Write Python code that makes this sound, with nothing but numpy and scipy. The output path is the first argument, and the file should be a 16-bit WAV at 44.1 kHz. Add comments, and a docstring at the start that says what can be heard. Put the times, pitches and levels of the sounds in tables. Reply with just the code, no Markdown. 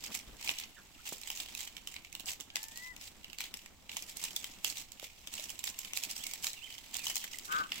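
"""Monkeys eating peanuts

A troop feeds in an open dirt yard, a few metres away. Shells snap in bursts of tiny fractures.
Husks crumble and rustle under teeth, hands and feet, which also thud on the ground.
Monkeys coo, young ones squeak and yelp, and one gives a short bark as pulses ring its throat.
The yard echoes faintly over a quiet outdoor hum."""
import sys
import numpy as np
from scipy import signal
from scipy.fft import rfft, irfft
from scipy.io import wavfile
from scipy.ndimage import uniform_filter1d

SR = 44100
rng = np.random.default_rng(int(sys.argv[2]) if len(sys.argv) > 2 else 0)


def file_out(sig):
    """Save sig as 16-bit WAV at sys.argv[1]."""
    # one column per channel
    cols = np.atleast_2d(sig).T
    # limit, then scale
    lim = np.clip(cols, -1, 1)
    pcm = np.round(lim * 32767).astype(np.int16)
    wavfile.write(sys.argv[1], SR, pcm)


N = 343980
TIME = np.arange(N) / SR

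# The tone of a shell's hollow body: frequency_hz, level_db
HOLLOW_TONE = [(150, -10.5), (450, -14.5), (850, -6.5), (1500, -13.5), (2150, -1), (2800, 0), (3700, -1),
               (5000, -9), (8000, -45)]
# The tone of its crisp, splintering edge: frequency_hz, level_db
CRISP_TONE = [(2000, -31), (3500, -4), (4800, -2.5), (7900, 2), (9100, -9), (12000, -6), (15000, -5)]
# Shells snapping: start_s, level_db, ring_hz, treble_over_body_db, left_over_right_db
SHELL_SNAPS = [(0.039, -39.5, 5110, 1, -5), (0.063, -41.5, 4180, 9, -6.5), (0.149, -35, 7200, 6, -3),
               (0.19, -44.5, 6100, 2, -4), (0.427, -43.5, 4330, 3, -5.5), (0.475, -35.5, 2350, -14, -4.5),
               (0.492, -27.5, 2640, -10.5, -2), (0.586, -36, 2990, 10, -3), (0.599, -39, 6900, -1, -4.5),
               (0.636, -43.5, 3000, -30, -3.5), (1.09, -39, 7000, 14, -9.5), (1.214, -45, 6170, 12, -8.5),
               (1.234, -44.5, 4230, -4, -8.5), (1.274, -38.5, 3040, 2, -8.5), (1.302, -34, 2880, 2, -1.5),
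               (1.315, -43, 5630, 9, -7), (1.373, -41, 2820, 10, -2.5), (1.491, -54, 2110, -5, -5),
               (1.55, -37, 2600, 9, -5), (1.576, -43.5, 6800, 5, -9), (1.593, -43, 3250, -3, -7),
               (1.606, -38.5, 7580, 2, -3.5), (1.675, -42, 3020, -3, -5), (1.767, -41, 3220, -1, -9.5),
               (1.873, -36.5, 3030, 7, -4), (1.941, -44.5, 2120, 11, -8), (1.964, -40.5, 2120, -15, -3.5),
               (2.048, -46, 2280, -3, -3), (2.127, -44.5, 2230, 5, -8.5), (2.151, -38, 2900, 0, -3),
               (2.197, -41, 2770, 4, -7.5), (2.205, -45, 3100, 11, -10.5), (2.258, -43, 5040, 15, 2.5),
               (2.286, -38, 2470, -4, -5.5), (2.401, -43.5, 6760, 2, -9), (2.408, -39, 3060, 10, -9),
               (2.502, -48, 3200, -15, -3), (2.557, -29.5, 5350, -2.5, 2.5), (2.567, -37, 1850, 5, 1),
               (2.63, -39.5, 7760, 12, -2.5), (2.639, -42, 6800, 0, 3.5), (2.684, -45.5, 7600, 9, -9),
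               (2.774, -40.5, 7560, 4, -1.5), (2.964, -45.5, 2560, 2, 3), (3.244, -43.5, 2800, -6.5, -3),
               (3.299, -49, 2940, -5, -8), (3.331, -43.5, 2700, -2.5, -8.5), (3.385, -39, 4660, -0.5, -4),
               (3.405, -35, 2200, 1, 0), (3.413, -40.5, 3060, 16, -3.5), (3.439, -40.5, 3200, 1, 1),
               (3.54, -38, 5500, -3, 2), (3.571, -46, 7800, 6, 0), (3.66, -47, 2040, 2, -2),
               (3.894, -40.5, 2970, -11, -3), (3.916, -43, 2650, -1, -3.5), (3.929, -48, 2380, -10, 3),
               (3.968, -33, 6150, -0.5, -4), (4.023, -40.5, 5760, 8, -3.5), (4.17, -40.5, 7860, 16, -8.5),
               (4.239, -30.5, 7220, 9, -6), (4.307, -45, 3100, -1, -7), (4.363, -30, 3460, 12, -1.5),
               (4.443, -36, 3200, -0.5, 0), (4.646, -27, 2880, 3.5, -6), (4.675, -39, 2850, 1, -9),
               (4.919, -43.5, 7100, 6, -8), (4.997, -43.5, 3320, -3, -6), (5.273, -39.5, 3200, 2, 3.5),
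               (5.339, -38, 2980, 8, -7.5), (5.381, -41, 2960, -3, -6), (5.397, -40, 3900, 1, -2.5),
               (5.44, -42, 7740, 3, -12), (5.494, -41, 3000, 7, -9), (5.502, -38, 7300, 7, -6.5),
               (5.591, -38, 7300, 6, -5.5), (5.64, -32.5, 7360, 3.5, -7.5), (5.676, -36.5, 3650, -8, -3.5),
               (5.789, -35, 7300, 10, -3), (5.832, -49, 2150, 0, -7), (5.848, -40.5, 3120, 2, -6.5),
               (5.934, -35.5, 6100, -3, 2.5), (5.973, -30, 6900, 0.5, -8.5), (5.987, -43, 7400, 10, 0.5),
               (6.036, -32, 2630, 14, -6), (6.05, -39.5, 5000, 4, -5.5), (6.111, -37, 4830, 23, 3),
               (6.165, -42, 5440, -1, -6.5), (6.239, -37.5, 2800, 33, -3), (6.267, -36.5, 7100, 7, -5.5),
               (6.336, -36, 7700, 6, -3.5), (6.444, -32, 7150, 1, -3), (6.468, -30.5, 4140, 3, -0.5),
               (6.532, -41, 3820, 10, -3.5), (6.781, -44.5, 3150, -2, -6), (6.943, -34.5, 3080, 12, -11),
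               (6.953, -39, 3700, -4, -5.5), (6.967, -34, 7100, 25, -8), (7.068, -31.5, 3130, 0.5, 2.5),
               (7.099, -33, 3050, 6, 3), (7.148, -44, 4820, 13, 7), (7.156, -31, 6250, 10, 2.5),
               (7.166, -35, 4330, 8, 1), (7.242, -39.5, 1640, 15, -2), (7.386, -39, 7060, 5, 0),
               (7.523, -36.5, 2700, 11, 1.5), (7.565, -42, 3280, -5, 0.5), (7.719, -31.5, 2890, -8, -1),
               (7.743, -44, 2880, 3, -5.5)]


def undb(db):
    """Turn decibels into a number to multiply a sound by."""
    return 10 ** (np.asarray(db) / 20)


def unit(x):
    """Scale a sound to an average power of 1."""
    return x / np.sqrt(np.mean(x ** 2) + 1e-20)


def curves(table):
    """Join a table's points with straight lines; its first column is the time."""
    times, *columns = np.transpose(table)
    return [np.interp(TIME, times, column) for column in columns]


def waver(rate_hz):
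    """A smooth random wobble of about -1 to 1; a higher rate wobbles faster."""
    window = int(SR / rate_hz)
    return unit(uniform_filter1d(uniform_filter1d(rng.standard_normal(N), window), window))


def swell(start_s, hold_s, rise_db_per_s, fall_db_per_s):
    """A loudness curve that is full by start_s, holds, then dies away."""
    gain = np.zeros(N)
    span = slice(max(int((start_s - .1) * SR), 0), int((start_s + hold_s + .25) * SR))
    age = TIME[span] - start_s
    gain[span] = undb(rise_db_per_s * np.minimum(age, 0) - fall_db_per_s * np.maximum(age - hold_s, 0))
    return gain


def add(out, start_s, sound):
    """Mix a stereo sound in at a given time."""
    start = max(int(start_s * SR), 0)
    part = sound[:, :max(N - start, 0)]
    out[:, start:start + part.shape[1]] += part


def pan(db):
    """Share a sound between left and right; above 0 dB the left is louder."""
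    return unit(undb(np.array([[db], [-db]]) / 2))


def place(sound, pan_db, lag_s_per_db=.00005):
    """The further ear hears a sound softer and a moment later."""
    lag = int(abs(pan_db) * lag_s_per_db * SR)
    early, late = (0, lag), (lag, 0)
    left_pad, right_pad = (late, early) if pan_db < 0 else (early, late)
    return np.array([np.pad(unit(sound[0]), left_pad), np.pad(unit(sound[1]), right_pad)]) * pan(pan_db)


def from_left(voice, pan_db, lag_s):
    """A voice on the left reaches that ear first and louder."""
    return np.array([voice, np.roll(voice, int(lag_s * SR))]) * pan(pan_db)


def colour(x, tone, size=2048):
    """Shape a sound's bass and treble to follow (frequency_hz, level_db) points."""
    hz, db = np.transpose(tone)
    bin_hz = np.maximum(np.arange(size // 2 + 1) * SR / size, 1)
    gains = undb(np.interp(np.log(bin_hz), np.log(hz), db))
    # make the filter ring only after a sound, never before it
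    cepstrum = irfft(np.log(gains))
    cepstrum[1:size // 2] *= 2
    cepstrum[size // 2 + 1:] = 0
    response = irfft(np.exp(rfft(cepstrum)))
    return signal.fftconvolve(x, response[None] / np.linalg.norm(response), axes=1)[:, :x.shape[1]]


def wide_noise(tone, apart=0.93):
    """Shaped noise that the two ears partly share."""
    noise = rng.standard_normal(N) + apart * rng.standard_normal((2, N))
    return unit(colour(noise, tone, size=8192))


def resonate(x, hz, width_hz):
    """Make a sound ring at one pitch."""
    return signal.lfilter(*signal.iirpeak(min(hz, .45 * SR), hz / width_hz, fs=SR), x)


def sweep(x, hz, width_hz):
    """Let through only a band of sound around a moving pitch."""
    turn = np.exp(2j * np.pi * np.cumsum(hz) / SR)
    lowpass = signal.butter(2, width_hz / 2, fs=SR, output="sos")
    return np.real(turn * signal.sosfilt(lowpass, x / turn))


def outdoor_hum(level_db=-63.5):
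    """A faint, steady hum of low noise."""
    # The hum's tone: frequency_hz, level_db
    hum_tone = [(25, 4.5), (50, -1.5), (80, 0), (130, -9), (250, -17), (450, -18.5), (900, -16.5),
                (1500, -28.5), (3000, -25.5), (8000, -57), (15000, -45)]
    return wide_noise(hum_tone) * undb(level_db) * pan(-0.5)


def yard(x, tail_db, fade_s=0.36):
    """The ground throws back a quick, blurred echo; walls and bushes scatter a thin, duller tail."""
    echo_s, echo_spread_s, echo_db = .0105, .002, -16
    t = np.arange(SR // 2) / SR
    tail = rng.standard_normal((2, len(t))) * undb(-60 * t / fade_s) * (t > .004)
    tail = colour(tail, [(200, 0.0), (3000, -0.5), (8000, -3.0), (15000, -0.5)])
    echo = rng.standard_normal((2, len(t))) * np.exp(-abs(t - echo_s) / echo_spread_s)
    response = (undb(tail_db) * unit(tail) + undb(echo_db) * unit(echo)) / np.sqrt(len(t))
    return x + signal.fftconvolve(x, response, axes=1)[:, :N]


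def shuffle(gain_db=-1, uneven_db=4.0):
    """Paws and fur brush the dust unevenly."""
    # How loud the shuffling is: time_s, level_db
    loudness = [(0, -60), (.2, -59.5), (.45, -66), (.9, -67.5), (2.5, -65.5), (4.75, -66), (5.15, -72),
                (5.4, -63.5), (6.4, -65), (6.8, -69), (7.6, -58.5), (7.8, -60)]
    # Its soft, dull tone: frequency_hz, level_db
    dust_tone = [(50, -9), (110, -9.5), (200, 2), (300, 0), (450, -8.5), (900, -9), (1800, -12.5),
                 (4000, -42)]
    db, = curves(loudness)
    return wide_noise(dust_tone) * undb(db + gain_db + uneven_db * waver(59))


def thuds():
    """Soft blows on packed earth die quickly, with little sound far below their pitch."""
    # Feet and hands landing: start_s, level_db, pitch_hz, ring_s (time to fade by 30 dB)
    landings = [(0.274, -45, 48.4, 0.047), (0.323, -46.5, 44, 0.036), (1.124, -29.5, 438, 0.0011),
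                (5.029, -36.5, 585, 0.0036), (5.393, -45, 623, 0.017)]
    out = np.zeros((2, N))
    t = np.arange(SR // 4) / SR
    for start_s, db, hz, ring_s in landings:
        blow = np.sin(2 * np.pi * hz * t) * undb(-30 * t / ring_s)
        bass_cut = signal.butter(2, 0.41 * hz, "highpass", fs=SR, output="sos")
        add(out, start_s, signal.sosfilt(bass_cut, blow / blow.max()) * undb(db) * pan(0))
    return out


def thin_calls(calls, jitter, overtone_db, pan_db, flutter_db=2.5):
    """Unsteady calls: the pitch bends through three points as the loudness swells, flutters and fades."""
    out = np.zeros((2, N))
    flutter = unit(undb(flutter_db * waver(220)))
    shake = 1 + jitter * waver(350)
    for start_s, length_s, start_hz, middle_hz, end_hz, db in calls:
        progress = np.linspace(0, 1, int(length_s * SR))
        span = slice(int(start_s * SR), int(start_s * SR) + len(progress))
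        hz = np.polyval(np.polyfit([0, .5, 1], [start_hz, middle_hz, end_hz], 2), progress)
        phase = 2 * np.pi * np.cumsum(hz * shake[span]) / SR
        voice = unit(np.sin(phase) + undb(overtone_db) * np.sin(2 * phase))
        envelope = flutter[span] * np.sqrt(abs(np.sin(np.pi * progress)))
        add(out, start_s, voice * envelope * undb(db) * pan(pan_db))
    return out


def far_coo():
    """A thin coo from further off on the left."""
    # The call: start_s, length_s, start_hz, middle_hz, end_hz, level_db
    calls = [(5.54, 0.373, 990, 1030, 1068, -69)]
    return thin_calls(calls, jitter=0.012, overtone_db=-24, pan_db=9)


def yelps():
    """Small yelps, made raspy by a strongly shaking pitch."""
    # Each yelp: start_s, length_s, start_hz, middle_hz, end_hz, level_db
    calls = [(.765, 0.043, 1750, 1650, 1380, -56.5), (.985, 0.025, 1290, 1345, 1410, -62)]
    return thin_calls(calls, jitter=0.12, overtone_db=-10, pan_db=-6)


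def squeaks():
    """Young monkeys give short, high squeaks on the right."""
    # Each squeak: start_s, length_s, start_hz, middle_hz, end_hz, level_db
    calls = [(6.178, 0.068, 2140, 3230, 3230, -52), (6.23, 0.039, 3350, 2300, 2110, -50),
             (6.558, 0.041, 3020, 2760, 2760, -52.5), (6.612, 0.061, 2400, 3080, 3000, -47.5),
             (6.661, 0.021, 3050, 2410, 1950, -52), (6.67, 0.085, 3170, 3050, 3060, -59),
             (6.982, 0.063, 2900, 2510, 2330, -47), (7.042, 0.082, 2450, 3030, 2940, -46),
             (7.341, 0.011, 1950, 2100, 2160, -45)]
    return thin_calls(calls, jitter=0.022, overtone_db=-22, pan_db=-11)


def coo(jitter=0.0038):
    """A clear, rising voice whose overtone swells as it nears the pitch at which the mouth rings."""
    # The coo's course: time_s, pitch_hz, level_db, overtone_over_base_note_db
    course = [(2.505, 785, -72, -4), (2.55, 845, -60, 3), (2.6, 855, -59.5, 4), (2.65, 895, -59.5, 1),
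              (2.71, 892, -61.5, 2), (2.75, 932, -60, 8), (2.79, 974, -52, 15), (2.87, 1009, -47.5, 13),
              (2.92, 999, -50.5, 13), (2.945, 935, -66, 9)]
    hz, db, overtone_db = curves(course)
    phase = 2 * np.pi * np.cumsum(hz * (1 + jitter * waver(82))) / SR
    overtone = undb(overtone_db)
    voice = (np.sin(phase) + overtone * np.sin(2 * phase)) / np.sqrt((1 + overtone ** 2) / 2)
    sounding = (TIME > course[0][0]) & (TIME < course[-1][0])
    return from_left(voice * undb(db) * sounding, pan_db=6, lag_s=0.00041)


def bark(jitter=.018, breath=.55):
    """Uneven pulses and rasping air ring the throat, which rings higher as the mouth opens."""
    # The bark's course: time_s, pitch_hz, level_db
    course = [(7.465, 133.5, -74), (7.495, 134.8, -42.5), (7.525, 137.5, -34), (7.55, 146.7, -31),
              (7.585, 157.5, -34), (7.612, 151.3, -31), (7.632, 145, -43.5), (7.665, 139, -48)]
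    # Where the throat rings: mouth_nearly_shut_hz, mouth_open_hz, width_hz, level_db
    throat = [(500, 790, 410, -18.5), (1160, 1284, 160, 8), (1470, 1490, 126, 7)]
    hz, db = curves(course)
    cycles = np.cumsum(hz * (1 + jitter * waver(103))) / SR
    pulses = unit(np.diff(np.floor(cycles), prepend=0))
    rasp = breath * np.exp(-2 * (cycles % 1)) * rng.standard_normal(N)
    opening = undb(db - db.max())  # the louder the bark, the wider the mouth
    voice = sum(undb(gain_db) * sweep(pulses + rasp, shut_hz + (open_hz - shut_hz) * opening, width_hz)
                for shut_hz, open_hz, width_hz, gain_db in throat)
    sounding = (TIME > course[0][0]) & (TIME < course[-1][0])
    return from_left(voice / np.std(voice[sounding]) * undb(db) * sounding, pan_db=4, lag_s=0.00044)


def fractures(spread_s, ring_s, apart, count=4, size=1024):
    """A tear runs through a shell in a few shrinking jumps; apart sets how unlike the two ears are."""
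    t = np.arange(size) / SR
    starts = np.r_[0, rng.exponential(spread_s, count - 1)]
    strengths = np.r_[1, rng.random(count - 1)] * np.exp(-starts / spread_s / 2)
    age = t - starts[:, None]
    jumps = (age >= 0) * strengths[:, None] * np.exp(-abs(age) / ring_s)
    envelope = np.sqrt(np.sum(jumps ** 2, axis=0))
    return envelope * (rng.standard_normal(size) + apart * rng.standard_normal((2, size)))


def husk_loudness(crumble_db=-11.5, crumble_delay_s=.005, crumble_treble_share=0.36):
    """How strong the husks' hollow and crisp parts are, from chewing, crunching and crumbling."""
    # The troop's ongoing chewing and rummaging: time_s, level_db
    chewing = [(0.0, -52.5), (0.3, -56.5), (0.9, -59), (1.4, -47), (1.83, -59), (2.5, -62.5), (3.2, -59),
               (3.75, -62.5), (4.3, -53.5), (4.9, -59), (5.5, -55), (6.3, -51.5), (6.9, -53), (7.8, -53.5)]
    # Bouts of crushing or stirring husks: start_s, hold_s, level_db, treble_over_body_db
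    crunches = [(0.038, 0.023, -44, 2), (0.129, 0.035, -39, 4), (0.396, 0.24, -48.5, -1.5),
                (0.447, 0.067, -40.5, 1.5), (1.062, 0.021, -41, 4), (1.123, 0.019, -42.5, 6),
                (1.275, 0.15, -49, 7), (1.39, 0.015, -40.5, 1), (1.577, 0.071, -44.5, 3.5),
                (1.89, 0.075, -52.5, 0.5), (2.276, 0.041, -37.5, 4), (2.565, 0.058, -51.5, 2),
                (2.716, 0.16, -51.5, 3), (3.007, 0.07, -48, 1.5), (3.401, 0.064, -48, -2),
                (3.561, 0.083, -57.5, 1), (3.92, 0.11, -49, 5), (4.087, 0.0062, -41.5, 3.5),
                (4.169, 0.099, -45, 5.5), (4.227, 0.046, -44, -2.5), (4.306, 0.17, -53, 4),
                (4.438, 0.1, -54, -2), (4.65, 0.059, -39.5, 6.5), (4.762, 0.043, -41.5, 4),
                (5.032, 0.016, -43.5, 2.5), (5.326, 0.13, -45.5, 4), (5.489, 0.052, -52, 5),
                (5.657, 0.028, -38.5, 8), (5.776, 0.11, -52, 6), (5.958, 0.013, -40, 8),
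                (6.029, 0.012, -41.5, 2), (6.102, 0.0047, -39, 5), (6.163, 0.035, -44, 9),
                (6.226, 0.12, -45.5, 5), (6.436, 0.046, -38, 6), (6.707, 0.029, -48.5, 3),
                (6.94, 0.059, -43.5, -0.5), (7.035, 0.074, -40, 6), (7.164, 0.017, -37, 11),
                (7.227, 0.018, -41, 1), (7.32, 0.03, -46, 3), (7.452, 0.006, -44, 9),
                (7.514, 0.097, -45, -3), (7.759, 0.05, -43.5, -2)]

    def split_power(db, treble_db):
        """Share a level's power between the hollow body and the crisp edge."""
        crisp = undb(treble_db) ** 2
        return np.array([[1], [crisp]]) / (1 + crisp) * undb(db) ** 2

    chewing_db, = curves(chewing)
    power = split_power(chewing_db, treble_db=0)
    for start_s, hold_s, db, treble_db in crunches:
        bout = swell(start_s, hold_s, rise_db_per_s=1062, fall_db_per_s=379)
        power += split_power(db, treble_db) * bout ** 2
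    # every snap leaves weaker crumbling behind it
    for start_s, db, _, treble_db, _ in SHELL_SNAPS:
        crumble = swell(start_s + crumble_delay_s, 0, rise_db_per_s=1196, fall_db_per_s=392)
        power += split_power(db + crumble_db, crumble_treble_share * treble_db) * crumble ** 2
    return np.sqrt(power)


def husks(grains_per_s=190, scatter_db=3.2, grit_db=-16, lull_db=-69):
    """Tiny brittle crunches, each with its own pitch and place, over the hiss of scuffed grit."""
    grains = np.zeros((2, N))
    for when, softness, pitch, side in rng.random((int(grains_per_s * N / SR), 4)):
        grain = fractures(spread_s=0.004, ring_s=.003, apart=2.0)
        grain = grain + 2.4 * resonate(grain, 2000 * 6.5 ** pitch, width_hz=480)
        gain = undb(-scatter_db * np.log(max(softness, .03)))
        add(grains, when * N / SR, grain * gain * pan(10 * (side - .5)))
    grains = yard(grains, tail_db=-5.5)
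    # even out the grains: they give the fine crackle, while the feeding sets the loudness
    grain_power = uniform_filter1d(np.mean(grains ** 2, axis=0), int(0.046 * SR))
    grains = grains / np.sqrt(grain_power + 1e-6)
    body_gain, edge_gain = husk_loudness()
    # below lull_db few husks break and mostly smooth scuffing remains
    breaking = body_gain / (body_gain + undb(lull_db))
    scuffing = np.sqrt(1 - breaking ** 2 + undb(grit_db) ** 2) * rng.standard_normal((2, N))
    rustle = breaking * grains + scuffing
    body = unit(colour(rustle, HOLLOW_TONE)) * body_gain * pan(-1.0)
    edge = unit(colour(rustle, CRISP_TONE)) * edge_gain * pan(-5.0)
    return body + edge


def shell_snaps(gain_db=0.78, ring_db=-4, snap_s=.006):
    """Each snap has a hollow body, a crisp edge and brief rings set by the piece's size and shape."""
    out = np.zeros((2, N))
    for start_s, db, ring_hz, treble_db, pan_db in SHELL_SNAPS:
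        tear = fractures(spread_s=.0017, ring_s=.0011, apart=1.0)
        # so small a shell gives off little bass, and a light snap least of all
        lowest_hz = 1050 * undb(-(db + 31) / 3)
        bass_cut = signal.butter(1, lowest_hz, "highpass", fs=SR)
        body = unit(signal.lfilter(*bass_cut, colour(tear, HOLLOW_TONE, size=512)))
        edge = unit(colour(tear, CRISP_TONE, size=512))
        # one main ring and two weaker, higher ones that vary from shell to shell
        rings = [(ring_hz, 1)] + [(ring_hz * 2 ** octaves, .5) for octaves in rng.random(2)]
        ring = unit(sum(gain * unit(resonate(resonate(tear, hz, 380), hz, 900)) for hz, gain in rings))
        ring = np.roll(ring, int(.0004 * SR), axis=1)  # the piece rings just after the break
        snap = place(unit(body + undb(treble_db) * edge) + undb(ring_db) * ring, pan_db)
        snap *= np.sqrt(snap_s * SR / snap.shape[1])  # as much energy as a steady sound lasting snap_s
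        add(out, start_s, snap * undb(db + gain_db))
    return out


def scene():
    """Feeding noises and calls in the open yard; young and distant voices echo more than near ones."""
    feeding = yard(shell_snaps() + thuds(), tail_db=-10.5)
    far_voices = yard(squeaks() + yelps() + far_coo(), tail_db=-8.5)
    near_voices = yard(coo() + bark(), tail_db=-19)
    return feeding + husks() + shuffle() + far_voices + near_voices + outdoor_hum()


def record(dry):
    """Cut away the very highest treble."""
    top_hz = 15800
    return signal.sosfilt(signal.ellip(10, .2, 75, top_hz, fs=SR, output="sos"), dry)


dry = scene()
out = record(dry)
file_out(out)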